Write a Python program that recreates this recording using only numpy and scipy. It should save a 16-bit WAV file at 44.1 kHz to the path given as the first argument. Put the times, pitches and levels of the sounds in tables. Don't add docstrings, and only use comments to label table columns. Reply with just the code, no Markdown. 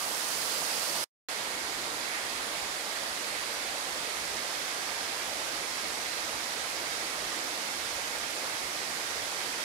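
import sys
import numpy as np
from scipy import signal
from scipy.fft import rfft, irfft, next_fast_len
from scipy.io import wavfile
from scipy.ndimage import uniform_filter1d, map_coordinates

SR = 44100
rng = np.random.default_rng(int(sys.argv[2]) if len(sys.argv) > 2 else 0)


def dump_mix(stems):
    frames = np.atleast_2d(stems).T
    limited = np.clip(frames, -1, 1)
    pcm = np.round(limited * 32767).astype(np.int16)
    wavfile.write(sys.argv[1], SR, pcm)


N = 425105


def amp(db):
    return 10 ** (np.asarray(db) / 20)


def unit(x):
    return x / np.sqrt(np.mean(x ** 2) + 1e-20)


def bell(x, centre, width):
    return np.exp(-((x - centre) / width) ** 2)


def along(points, hz):
    f, *columns = np.transpose(points)
    return [np.interp(np.log(hz + 1), np.log(f + 1), column) for column in columns]


def filtered(x, response):
    m = next_fast_len(N + SR // 2)
    hz = np.fft.rfftfreq(m, 1 / SR)
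    return irfft(rfft(x, m) * response(hz), m)[..., :N]


def bubbles(count, low_hz, high_hz, cycles, spread_db, rise):
    when, pitch, strength = rng.random((count, 3)).T[:, :, None]
    hz = low_hz + (high_hz - low_hz) * pitch ** 2
    k = np.arange(int(min(cycles * SR / low_hz, SR / 20)))
    age = np.minimum(hz * k / SR / cycles, 1)
    gain = np.sqrt(hz) * amp(-spread_db * np.log(1 - .98 * strength))
    phase = 2 * np.pi * cycles * age * (1 + rise * age / 2)
    decay = np.exp(-np.log(100) * age) * (1 - age)
    ring = gain * np.sin(phase) * decay
    position = (when * N).astype(int) + k
    return unit(np.bincount(position.ravel(), ring.ravel(), N)[:N])


def cave(x, direct_db):
    # pitch_hz, t60_s
    stone_decay = [(200, 0.91), (2000, 0.66), (12000, .25)]
    hz, t, z = signal.stft(rng.standard_normal((2, SR)), SR, nperseg=256)
    t60 = along(stone_decay, hz)[0][:, None]
    tail = signal.istft(z * amp(-60 * t / t60), SR, nperseg=256)[1]
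    echo = unit(irfft(rfft(x) * rfft(tail, N), N))
    direct = np.array([np.zeros(N), x])
    return unit(echo + amp(direct_db) * direct)


def churn(x, patchy_db, flutter_db, smooth_hz):
    # centre_s, length_s, centre_hz, lift_db
    surges = [(2.14, .077, 2000, 4.5), (2.438, .055, 1300, 3), (5.4, 0.13, 620, 2.5)]
    hz, t, z = signal.stft(x, SR, nperseg=512)
    hz = hz[:, None]

    def field(bins, frames):
        noise = rng.standard_normal(z.shape[1:])
        return unit(uniform_filter1d(uniform_filter1d(noise, bins, 0), frames, 1))

    db = patchy_db * field(bins=5, frames=36) + flutter_db * field(bins=3, frames=5)
    db = db / np.sqrt(1 + hz / smooth_hz)
    for centre_s, length_s, centre_hz, lift_db in surges:
        band = bell(np.log2(hz + 1), np.log2(centre_hz), 0.44)
        db = db + lift_db * bell(t, centre_s, length_s) * band
    return signal.istft(z * amp(db), SR, nperseg=512)[1][:, :N]


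def heave(x, below_hz, depth_db, rate):
    low = filtered(x, lambda hz: 1 / (1 + (hz / below_hz) ** 4))
    swell = map_coordinates(rng.standard_normal(400), [np.arange(N) * rate / SR], mode="mirror")
    return x + low * (unit(amp(depth_db * swell)) - 1)


def ports(x, spacing_m, alike, from_right):
    def likeness(hz):
        turn = 2 * np.pi * (hz + 1) * spacing_m / 343
        even = np.sin(turn) / turn
        lean = (even - np.cos(turn)) / turn
        return (min(alike, 1) * even - 1j * from_right * lean) * hz / (hz + 10)

    def own(hz):
        return np.sqrt(np.clip(1 - abs(likeness(hz)) ** 2, 0, 1))

    left = filtered(x[1], likeness) + filtered(x[0], own)
    return np.array([left, x[1]])


def stream():
    foam = rng.standard_normal((2, N))

    def rock():
        return cave(bubbles(count=2500, low_hz=294.5, high_hz=2805, cycles=10.0, spread_db=2.5, rise=0.17),
                    direct_db=-3)

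    gurgle = unit(rock() + rock() + rock())
    trickle = unit(np.array([
        bubbles(count=1100, low_hz=446.5, high_hz=3050, cycles=26, spread_db=2.5, rise=.12)
        for _ in "LR"]))
    spatter = cave(bubbles(count=16000, low_hz=2150, high_hz=13000, cycles=3.9, spread_db=3.5, rise=.1),
                   direct_db=-3.5)
    water = foam + amp(-13.5) * gurgle + amp(-19.5) * trickle + amp(-8) * spatter
    water = churn(water, patchy_db=0.33, flutter_db=1.06, smooth_hz=8000)
    water = heave(water, below_hz=99, depth_db=4.5, rate=9)
    return ports(water, spacing_m=0.15, alike=0.88, from_right=.65)


def heard_from(water, colour, roar_db, spray_db):
    sound = filtered(water, lambda hz: amp(along(colour, hz)) * hz ** 2 / (hz ** 2 + 20 ** 2))
    roar = filtered(sound, lambda hz: 1 / (1 + (hz / 3000) ** 8))
    spray = sound - roar

    def levelled(x, db):
        return x / np.std(x.mean(0)) * amp(db)

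    return levelled(roar, roar_db) + levelled(spray, spray_db)


def hollowed(x, centre_hz, octaves, depth_db, until_s, release_s):
    band = filtered(x, lambda hz: bell(np.log2(hz + 1), np.log2(centre_hz), octaves))
    held = np.clip((until_s - np.arange(N) / SR) / release_s, 0, 1)
    return x + band * (amp(-depth_db * held) - 1)


def scene():
    # pitch_hz, left_db, right_db
    by_pool = [(25, -23.5, -22.5), (90, -18, -14.5), (230, -11.5, -10), (300, -10.5, -10.5),
               (750, -3, -2.5), (1300, -4.5, -2), (1850, -6, -2.5), (2900, -9, -7), (4050, -12.5, -4.5),
               (4850, -17, -1), (5700, -17, -4.5), (8000, -19.5, -6.5), (9900, -24, -6),
               (15000, -33.5, -16)]
    # pitch_hz, left_db, right_db
    by_stalagmite = [(20, -21, -15), (55, -13.5, -13), (122, -14.5, -13), (291, -9, -7.5), (700, -3, -2),
                     (1020, -3.5, -1.5), (2130, -6, 0.5), (2790, -7.5, -6), (3730, -12.0, -3.5),
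                     (5140, -16, -3), (5530, -14.5, -4.5), (8400, -21.5, -8.5), (10360, -25, -9.5),
                     (15500, -40, -23)]
    # stop_s, resume_s
    silence = (1.041, 1.286)
    stop_s, resume_s = silence
    water, t = stream(), np.arange(N) / SR

    pool = heard_from(water, by_pool, roar_db=-39.0, spray_db=-35.6)
    pool = hollowed(pool, centre_hz=4770, octaves=.2, depth_db=2.0, until_s=0.55, release_s=.22)
    rise_db, rise_s = 1, 0.48
    grow = amp(-rise_db * np.maximum(1 - t / rise_s, 0))
    fade = amp(-300 * np.sqrt(np.maximum(t - stop_s, 0)))

    stalagmite = heard_from(water, by_stalagmite, roar_db=-40.0, spray_db=-40.0)
    stalagmite = hollowed(stalagmite, centre_hz=5650, octaves=0.18, depth_db=2.0, until_s=4.3, release_s=.6)
    return pool * grow * fade + stalagmite * (t >= resume_s)


def record(dry):
    top_hz, slope_hz = 15700, 200
    return filtered(dry, lambda hz: np.clip((top_hz - hz) / slope_hz + .5, 0, 1))


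dry = scene()
out = record(dry)
dump_mix(out)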